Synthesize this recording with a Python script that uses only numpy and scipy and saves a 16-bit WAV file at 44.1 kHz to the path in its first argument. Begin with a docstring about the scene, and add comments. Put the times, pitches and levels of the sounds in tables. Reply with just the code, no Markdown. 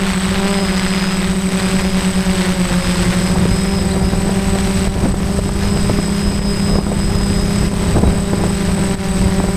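"""The propellers of a multicopter in flight, heard at a microphone on board, hum and beat against each other.
Each is a series of overtones of its blade rate; noise bursts at the blade passes give the rasp and hiss.
A motor whines at multiples of its blade rate, and close fixed tones near 8 kHz form the controllers' song.
Wind is coloured noise with chance gusts; from 3.4 s on, buffets add dull puffs and pointed spikes.
A short squeak rises at 3.9 s, and the level dips briefly several times from 4.9 s on."""
import sys
import numpy as np
from scipy import signal
from scipy.fft import rfft, irfft, next_fast_len
from scipy.io import wavfile

SR = 44100
rng = np.random.default_rng(int(sys.argv[2]) if len(sys.argv) > 2 else 0)


def generate_wav(sig):
    """Save sig (samples, or channels by samples) to the path in sys.argv[1] as 16-bit PCM at SR."""
    pcm = np.round(np.clip(np.atleast_2d(sig).T, -1, 1) * 32767).astype(np.int16)
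    wavfile.write(sys.argv[1], SR, pcm)


N = 421596
TIME = np.arange(N) / SR

# Levels in the tables are relative: gains and scalings in the functions add to them.
# the two loudest propellers: (t/s, blade rate f/Hz, level of the fundamental/dB)
FAST_PROPELLER = [(0.0, 197.35, -19.0), (0.16, 188.02, -19.1), (0.52, 198.92, -19.5), (0.8, 188.38, -19.7),
                  (0.93, 192.35, -19.9), (2.43, 189.88, -19.4), (2.72, 181.63, -20.3), (3.39, 188.5, -19.8),
                  (3.74, 196.46, -20.4), (4.03, 191.23, -20.9), (4.19, 195.58, -20.7), (4.8, 194.08, -19.3),
                  (5.79, 201.07, -20.5), (7.32, 199.78, -21.0), (7.61, 201.6, -20.6), (8.61, 197.97, -21.5),
                  (9.28, 192.42, -20.0), (9.56, 197.44, -21.0)]
SLOW_PROPELLER = [(0.0, 180.84, -24.5), (0.19, 174.95, -24.7), (0.45, 181.79, -24.9), (0.86, 175.37, -24.2),
                  (1.19, 173.4, -23.5), (1.5, 180.95, -22.8), (2.21, 181.67, -21.1), (2.69, 176.23, -20.2),
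                  (3.39, 171.7, -22.0), (4.92, 177.57, -25.7), (5.5, 169.83, -25.6), (6.31, 167.26, -24.5),
                  (7.11, 167.01, -24.3), (8.44, 171.89, -24.0), (9.56, 177.04, -22.5)]
# overtones of each propeller: (multiple of the blade rate, level/dB)
FAST_OVERTONES = [(1, 0), (2, -8.5), (3, -14.5), (4, -22.5), (5, -12), (6, -24.5), (8, -27), (12, -31)]
SLOW_OVERTONES = [(1, 0), (2, -9.5), (3, -29.5), (5, -40), (12, -33)]
# the fast propeller slaps its wake: (t/s, share of the wake 0-1, overtone brightening/dB per octave)
WAKE_SLAP = [(0, 0.94, -2.5), (.3, 0.75, -5), (.43, 1, 1.2), (.6, 0.73, 1), (.8, 1, -4.2),
             (1.45, 0.9, -3.9), (1.7, 0.85, -1.3), (2.3, 0.76, -1), (2.7, 0.6, -1.4), (3.15, 0, -1),
             (3.7, 0, -1.1), (4.5, 0, -0.6), (5.2, 0.7, -1.2), (6.8, 0.75, -4), (7.6, 0.63, -1),
             (8.6, 0.34, 0), (9.56, 0, 0)]
# the airframe favours some overtones as they glide through it: (f/Hz, level/dB)
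AIRFRAME = [(200, 0.5), (355, -6), (385, 0.5), (500, 7), (548, 5.5), (580, 1), (650, 2), (730, -1),
            (780, 7), (850, -11.5), (1200, 0.5)]

# air torn by the blades: (t/s, rasp level/dB, treble level/dB)
WAKE_LEVELS = [(0.0, -24.5, 0), (1.25, -26, -1), (1.41, -30.5, 0), (1.6, -24, 3), (1.82, -28, 0.5),
               (3.11, -25.5, 3), (3.39, -31, -0.5), (3.77, -29, 0.5), (4.0, -33.5, -3.5), (4.58, -29, 1.5),
               (5.53, -31.5, 1), (5.61, -30, 0.5), (7.03, -32.5, -3), (7.45, -30, 1.7), (8.2, -32.5, -2.3),
               (8.8, -30.5, -0.3), (9.56, -33, -2)]
# spectra of the wake's rasp and of its fine hiss: (f/Hz, level/dB per Hz)
RASP_SPECTRUM = [(60, -20), (250, 2.5), (500, -0.5), (1000, 3.5), (2000, 2.5), (3000, -0.5), (4500, -4),
                 (5300, -12.5), (6000, -14.5), (8000, -13.5), (11000, -28.5)]
HISS_SPECTRUM = [(2000, -19), (5000, 13.5), (7000, 6.5), (9000, 7), (10500, 3), (13000, 0), (14300, -9),
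                 (15300, -19)]
HISS_DB, FLICKER_DB = -36.5, 0.76  # hiss gain; rms depth of a random flicker shared by rasp and hiss

# third rotor, trimmed up and down, whose motor whines: (t/s, blade rate f/Hz)
WHINING_ROTOR_SPEED = [(0, 185.6), (.42, 183.5), (.56, 180.9), (.75, 180.1), (1.14, 180.8), (1.24, 183.2),
                       (1.46, 185), (1.6, 181), (2.3, 181.6), (2.58, 184.7), (2.85, 181.1), (3.12, 184.2),
                       (3.42, 177.8), (3.58, 182.3), (3.82, 182.2), (3.93, 184.5), (4.06, 181),
                       (4.17, 184.2), (4.5, 187), (5.02, 187.5), (5.57, 181.9), (6.4, 181.9), (6.53, 180.2),
                       (6.75, 181.1), (6.91, 178.3), (7.07, 181.8), (7.25, 180.1), (7.38, 180.4),
                       (7.46, 182.2), (7.54, 181), (7.63, 181.4), (7.72, 183.3), (7.97, 186), (8.2, 183.3),
                       (9.56, 186.2)]
# how hard the whining motor is driven: (t/s, level/dB)
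MOTOR_DRIVE = [(0, -2), (.45, -5), (.55, -1.5), (1.2, -.5), (1.55, -8), (2.5, -6), (2.8, -0.5), (4.3, 1),
               (6, -0.5), (7.6, 0.5), (7.8, -1), (9.56, 0)]
# the whine swells as it glides through this resonance of the motor mount
MOUNT_HZ, MOUNT_WIDTH_HZ, WHINE_DB = 5066, 52.6, -32
STUMBLE_S, STUMBLE_DB = .11, -16  # the motor stumbles from the squeak on: length, change of its whine
# switching tones of the speed controllers, each on its own clock: (f/Hz, level/dB)
SWITCHING_TONES = [(8028.5, -44), (8045.72, -40.5), (8048.97, -36.3), (8086.25, -34.2), (8088.9, -46)]
# their sidebands, two from the whining motor, then three from the fast one: (level/dB)
SIDEBAND_LEVELS = [-53, -53.5, -57, -57, -66]
SINGING_DB, SWELL_S = -1.5, 2.06  # common gain of the tones; moment of one swell of their slow beat

# strength of the wind on the microphone: (t/s, level/dB)
WIND_STRENGTH = [(0.0, -26.5), (.6, -27.5), (1.2, -28), (1.86, -22), (2.22, -27), (2.7, -25), (3.2, -21.5),
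                 (3.75, -21), (4.2, -19), (4.7, -21.5), (5.05, -13.5), (5.95, -20.5), (6.5, -18.5),
                 (6.85, -19), (7.3, -21), (8.15, -16.5), (8.6, -21), (9.56, -21.5)]
# spectra of the rumble and of the flutter: (f/Hz, level/dB per Hz)
RUMBLE_SPECTRUM = [(8, -10.5), (25, -2.5), (50, 0.5), (85, -1), (130, -7), (200, -7.5), (350, -36.5),
                   (900, -72)]
FLUTTER_SPECTRUM = [(40, -12), (130, 2), (260, 0), (450, -4.5), (750, -8), (1300, -17.5), (2500, -35),
                    (6000, -62)]
# slow heaving of the air around the craft: (f/Hz, level/dB per Hz)
HEAVE_SPECTRUM = [(8, 7), (30, -2), (48, -2), (80, -14), (200, -39)]
GUST_DB, GUST_HZ = 1.33, 4.1  # rms depth and fastest rate of the quick gusts
RUMBLE_DB, FLUTTER_DB = 1, -6  # against the wind's strength
HEAVE_DB = -30
KNOCKS_FROM_DB, KNOCKS_SPAN_DB = -24.5, 3.5  # wind at the first knocks; further rise to the densest

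# single buffets of wind: (start t/s, level/dB)
WIND_BUFFETS = [(3.358, -17), (3.453, -10.5), (4.133, -11), (4.291, -12), (4.554, -15), (4.87, -16.5),
                (5.052, -11), (5.14, -12.5), (5.346, -19), (5.388, -12.5), (5.49, -12.5), (5.896, -9.5),
                (5.985, -11.5), (6.079, -17.5), (6.753, -9.5), (6.785, -11), (6.865, -13), (6.916, -11),
                (7.982, -15), (8.032, -10.5), (8.074, -12.5), (8.331, -9.5), (8.437, -11.5), (9.399, -9.5),
                (9.438, -13.5), (9.484, -16)]
# spectrum of their puffs: (f/Hz, level/dB per Hz)
PUFF_SPECTRUM = [(30, -14), (100, 6.5), (400, 2), (700, -2.5), (1200, -10), (2200, -28), (5000, -49)]
BUFFET_RISE_S = .0025  # time in which each puff swells
# one short rising squeak: (t/s, length/s, start f/Hz, end f/Hz, level/dB)
RISING_SQUEAK = (3.905, .027, 3680, 4430, -32)
# brief dips of the level: (t/s, depth/dB, recovery time constant/s)
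LEVEL_DIPS = [(4.885, 7, 0.23), (5.13, 6, 0.086), (5.398, 5.5, 0.099), (5.5, 3.5, 0.06), (6.31, 2, 0.055),
              (6.4, 6.5, 0.032), (6.795, 5.5, 0.13), (7.69, 6, 0.078), (8.0, 2, 0.18), (8.25, 5, 0.018),
              (8.956, 9, 0.071)]
EDGE_HZ = 15270  # upper band limit


def gain_of(db):
    """Logarithmic level: twenty decibels are a tenfold amplitude."""
    return 10 ** (np.asarray(db) / 20)


def evened(x):
    """Normalisation of power: scales a signal to an rms of one."""
    return x / np.sqrt(np.mean(x ** 2) + 1e-20)


def follow(rows):
    """Linear interpolation: every column of a curve table, sample by sample."""
    t, *columns = np.transpose(rows)
    return [np.interp(TIME, t, column) for column in columns]


def read(points, hz):
    """Logarithmic pitch scale: a spectrum is interpolated over log frequency."""
    f, db = np.transpose(points)
    return np.interp(np.log(hz + 1e-6), np.log(f), db)


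def colour(x, points):
    """Linear filtering: each frequency is weighted by the response of a table."""
    size = next_fast_len(N)
    response = gain_of(read(points, np.fft.rfftfreq(size, 1 / SR)))
    return irfft(rfft(x, size) * response, size)[:N]


def noise(points):
    """Filtered white noise: steady coloured noise with an rms of one."""
    return evened(colour(rng.standard_normal(N), points))


def wander(rate_hz):
    """Low-passed chance: a smooth random curve, rms one, changing up to about rate_hz times a second."""
    size = next_fast_len(N)
    hz = np.fft.rfftfreq(size, 1 / SR)
    spectrum = rfft(rng.standard_normal(size)) / (1 + (hz / rate_hz) ** 4)
    return evened(irfft(spectrum, size)[:N])


def angle_of(hz):
    """Phase as the time integral of frequency, in radians."""
    return 2 * np.pi * np.cumsum(hz) / SR


def tone(angle, db):
    """Harmonic oscillation: a sinusoid at an rms level."""
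    return np.sqrt(2) * gain_of(db) * np.cos(angle)


def add(mix, s, sound):
    """Superposition: adds a sound into a mix at a time."""
    part = mix[round(s * SR):][:len(sound)]
    part += sound[:len(part)]


def propeller(angle, db, overtones, bite_db, jitter, flicker_db):
    """Blade-passing tone: each blade leaves a dip of pressure, sharper as it bites.
    Uneven air shakes its timing and its overtones."""
    shaken = angle + jitter * wander(rate_hz=31)
    upper = sum(tone(k * shaken, read(overtones, k) + bite_db * np.log2(k)) for k in np.arange(2, 13))
    flicker = gain_of(flicker_db * wander(rate_hz=10))
    return -gain_of(db) * (tone(shaken, 0) + upper * flicker)


def chop(angle, sharpness):
    """Periodic modulation: a power envelope with one burst at every blade pass, mean one."""
    burst = np.exp(sharpness * np.cos(angle))
    return burst / burst.mean()


def wake(fast, slow):
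    """Vortex noise: turbulence leaves the blades in bursts of uneven size, over a smoother hiss."""
    rasp_db, treble_db = follow(WAKE_LEVELS)
    slap = follow(WAKE_SLAP)[0]
    bursts = slap * chop(fast, sharpness=1.34) + (1 - slap) * chop(slow, sharpness=0.52)
    # the root turns power into amplitude
    swirl = evened(np.sqrt(bursts) * gain_of(1.9 * wander(rate_hz=150)))
    rasp = noise(RASP_SPECTRUM) * swirl * gain_of(rasp_db + 1.62)
    hiss = noise(HISS_SPECTRUM) * swirl ** 0.71 * gain_of(HISS_DB + treble_db)
    return (rasp + hiss) * gain_of(FLICKER_DB * wander(rate_hz=8.7))


def mount_db(hz):
    """Resonance: response of the motor mount to a tone, zero decibels at its peak."""
    return -10 * np.log10(1 + (2 * (hz - MOUNT_HZ) / MOUNT_WIDTH_HZ) ** 2)


def whine_db():
    """Forced vibration: the whine follows the motor's drive and drops out while it stumbles."""
    centre_s = RISING_SQUEAK[0] + STUMBLE_S / 2
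    stumble = np.exp(-((TIME - centre_s) / (STUMBLE_S / 2)) ** 4)
    return WHINE_DB + follow(MOTOR_DRIVE)[0] + STUMBLE_DB * stumble + 1.6 * wander(rate_hz=6.2)


def motor(fast):
    """Magnetic forces: poles whine at multiples of the blade rate and modulate the switching tones."""
    unsteady = 1 + .0005 * wander(rate_hz=30) + .0011 * wander(rate_hz=8)
    hz = follow(WHINING_ROTOR_SPEED)[0] * unsteady
    blade = angle_of(hz)
    poles = 7 * blade
    ring_db = mount_db(4 * 7 * hz)
    whine = tone(4 * poles, whine_db() + ring_db)
    # a softer companion tone falls as the whine rises, and swells with it
    falling = 2 * np.pi * 7410 * TIME - 2 * poles
    companion = tone(falling, -44 + 0.25 * ring_db + 2.5 * wander(rate_hz=7))
    shake = 0.72 * wander(rate_hz=45)
    lower = np.cos(3 * poles + shake) * gain_of(-44.5 + 2.4 * wander(rate_hz=12))
    first, second = (2 * np.pi * f * TIME for f, _ in SWITCHING_TONES[2:4])
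    angles = [first + poles, second - poles + shake,
              second + 7 * fast, second + 2 * fast, second + 3 * fast]
    sidebands = sum(tone(angle, db) for angle, db in zip(angles, SIDEBAND_LEVELS))
    rotor_hum = tone(blade, -43.5) + tone(2 * blade, -38.0)
    return whine + companion + lower + sidebands + rotor_hum


def controllers(treble_share=0.41):
    """Beats: five close switching tones make a fast shimmer that throbs about three times a second."""
    tones = np.zeros(N)
    for hz, db in SWITCHING_TONES:
        angle = 2 * np.pi * hz * (TIME - SWELL_S) + 0.48 * wander(rate_hz=8.7)
        tones += tone(angle, db + 0.5 * wander(rate_hz=3.8))
    return tones * gain_of(SINGING_DB + treble_share * follow(WAKE_LEVELS)[1])


def cusp(width_s):
    """Eddy pressure: a passing eddy gives a pointed spike with shallow shoulders of the other sign."""
    away = abs(np.arange(-SR // 100, SR // 100) / SR) / width_s
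    return 2 * np.exp(-away) - np.exp(-away / 2)


def wind(knocks_per_s=22, knock_db=5):
    """Turbulent pressure: a lumpy rumble and quicker flutter, with small knocks when it blows hard."""
    wind_db = follow(WIND_STRENGTH)[0] + GUST_DB * wander(rate_hz=GUST_HZ)
    rumble_lumps = evened(gain_of(1.83 * wander(rate_hz=12.7)))
    rumble = noise(RUMBLE_SPECTRUM) * gain_of(wind_db + RUMBLE_DB) * rumble_lumps
    flutter_lumps = evened(gain_of(3.3 * wander(rate_hz=33)))
    flutter = noise(FLUTTER_SPECTRUM) * gain_of(wind_db + FLUTTER_DB) * flutter_lumps
    blowing = np.clip((wind_db - KNOCKS_FROM_DB) / KNOCKS_SPAN_DB, 0, 1)
    eddies = (rng.random(N) < blowing * knocks_per_s / SR) * rng.uniform(-1, 1, N)
    knocks = signal.oaconvolve(eddies, cusp(width_s=0.00086), "same") * gain_of(wind_db + knock_db)
    heave = noise(HEAVE_SPECTRUM) * gain_of(HEAVE_DB)
    return rumble + flutter + knocks + heave


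def buffets(puff_db=-.5, spike_db=3, lag_s=0.002):
    """Impulsive pressure: strong eddies give the microphone port a suction spike inside a dull puff."""
    push, spikes = np.zeros(N), np.zeros(N)
    age = TIME[:SR // 10] / BUFFET_RISE_S
    swell = age * np.exp(1 - age)
    for s, db in WIND_BUFFETS:
        add(push, s, gain_of(db + puff_db) * swell)
        add(spikes, s + lag_s, [-gain_of(db + spike_db)])
    puffs = noise(PUFF_SPECTRUM) * push
    return puffs + signal.oaconvolve(spikes, cusp(width_s=0.0007), "same")


def squeak():
    """Frequency glide: a brief sinusoid rises steadily in frequency."""
    s, length_s, start_hz, end_hz, db = RISING_SQUEAK
    hz = np.linspace(start_hz, end_hz, int(length_s * SR))
    out = np.zeros(N)
    add(out, s, tone(angle_of(hz), db) * signal.windows.tukey(len(hz), .5))
    return out


def dips(fall_s=0.0056):
    """Exponential attenuation: the gain drops quickly and creeps back."""
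    drop_db = np.zeros(N)
    for s, depth_db, recovery_s in LEVEL_DIPS:
        before, after = np.maximum(s - TIME, 0), np.maximum(TIME - s, 0)
        drop_db += depth_db * np.exp(-after / recovery_s - before / fall_s)
    return gain_of(-drop_db)


def scene():
    """Superposition: propellers, motors and wind add at one microphone; the dips spare the buffets."""
    fast_hz, fast_db = follow(FAST_PROPELLER)
    slow_hz, slow_db = follow(SLOW_PROPELLER)
    slap, brightening_db = follow(WAKE_SLAP)
    fast = angle_of(fast_hz)
    slow = angle_of(slow_hz) + np.pi  # their blades start half a pass apart
    hum = propeller(fast, fast_db + 0.22, FAST_OVERTONES, bite_db=brightening_db,
                    jitter=0.05 + 0.05 * slap, flicker_db=1.5)
    hum += propeller(slow, slow_db + 0.087, SLOW_OVERTONES, bite_db=1.1, jitter=0.074, flicker_db=3.5)
    craft = colour(hum, AIRFRAME) + wake(fast, slow) + motor(fast) + controllers()
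    air = craft + wind() + squeak()
    return (air * dips() + buffets())[None]


def record(dry):
    """Saturation, then band limiting: the highest peaks are rounded off and the top treble is cut."""
    rounded = dry / (1 + dry ** 6) ** (1 / 6)
    low_pass = signal.firwin(1023, EDGE_HZ, window=("kaiser", 9), fs=SR)
    return signal.oaconvolve(rounded, low_pass[None], "same")


dry = scene()
out = record(dry)
generate_wav(out)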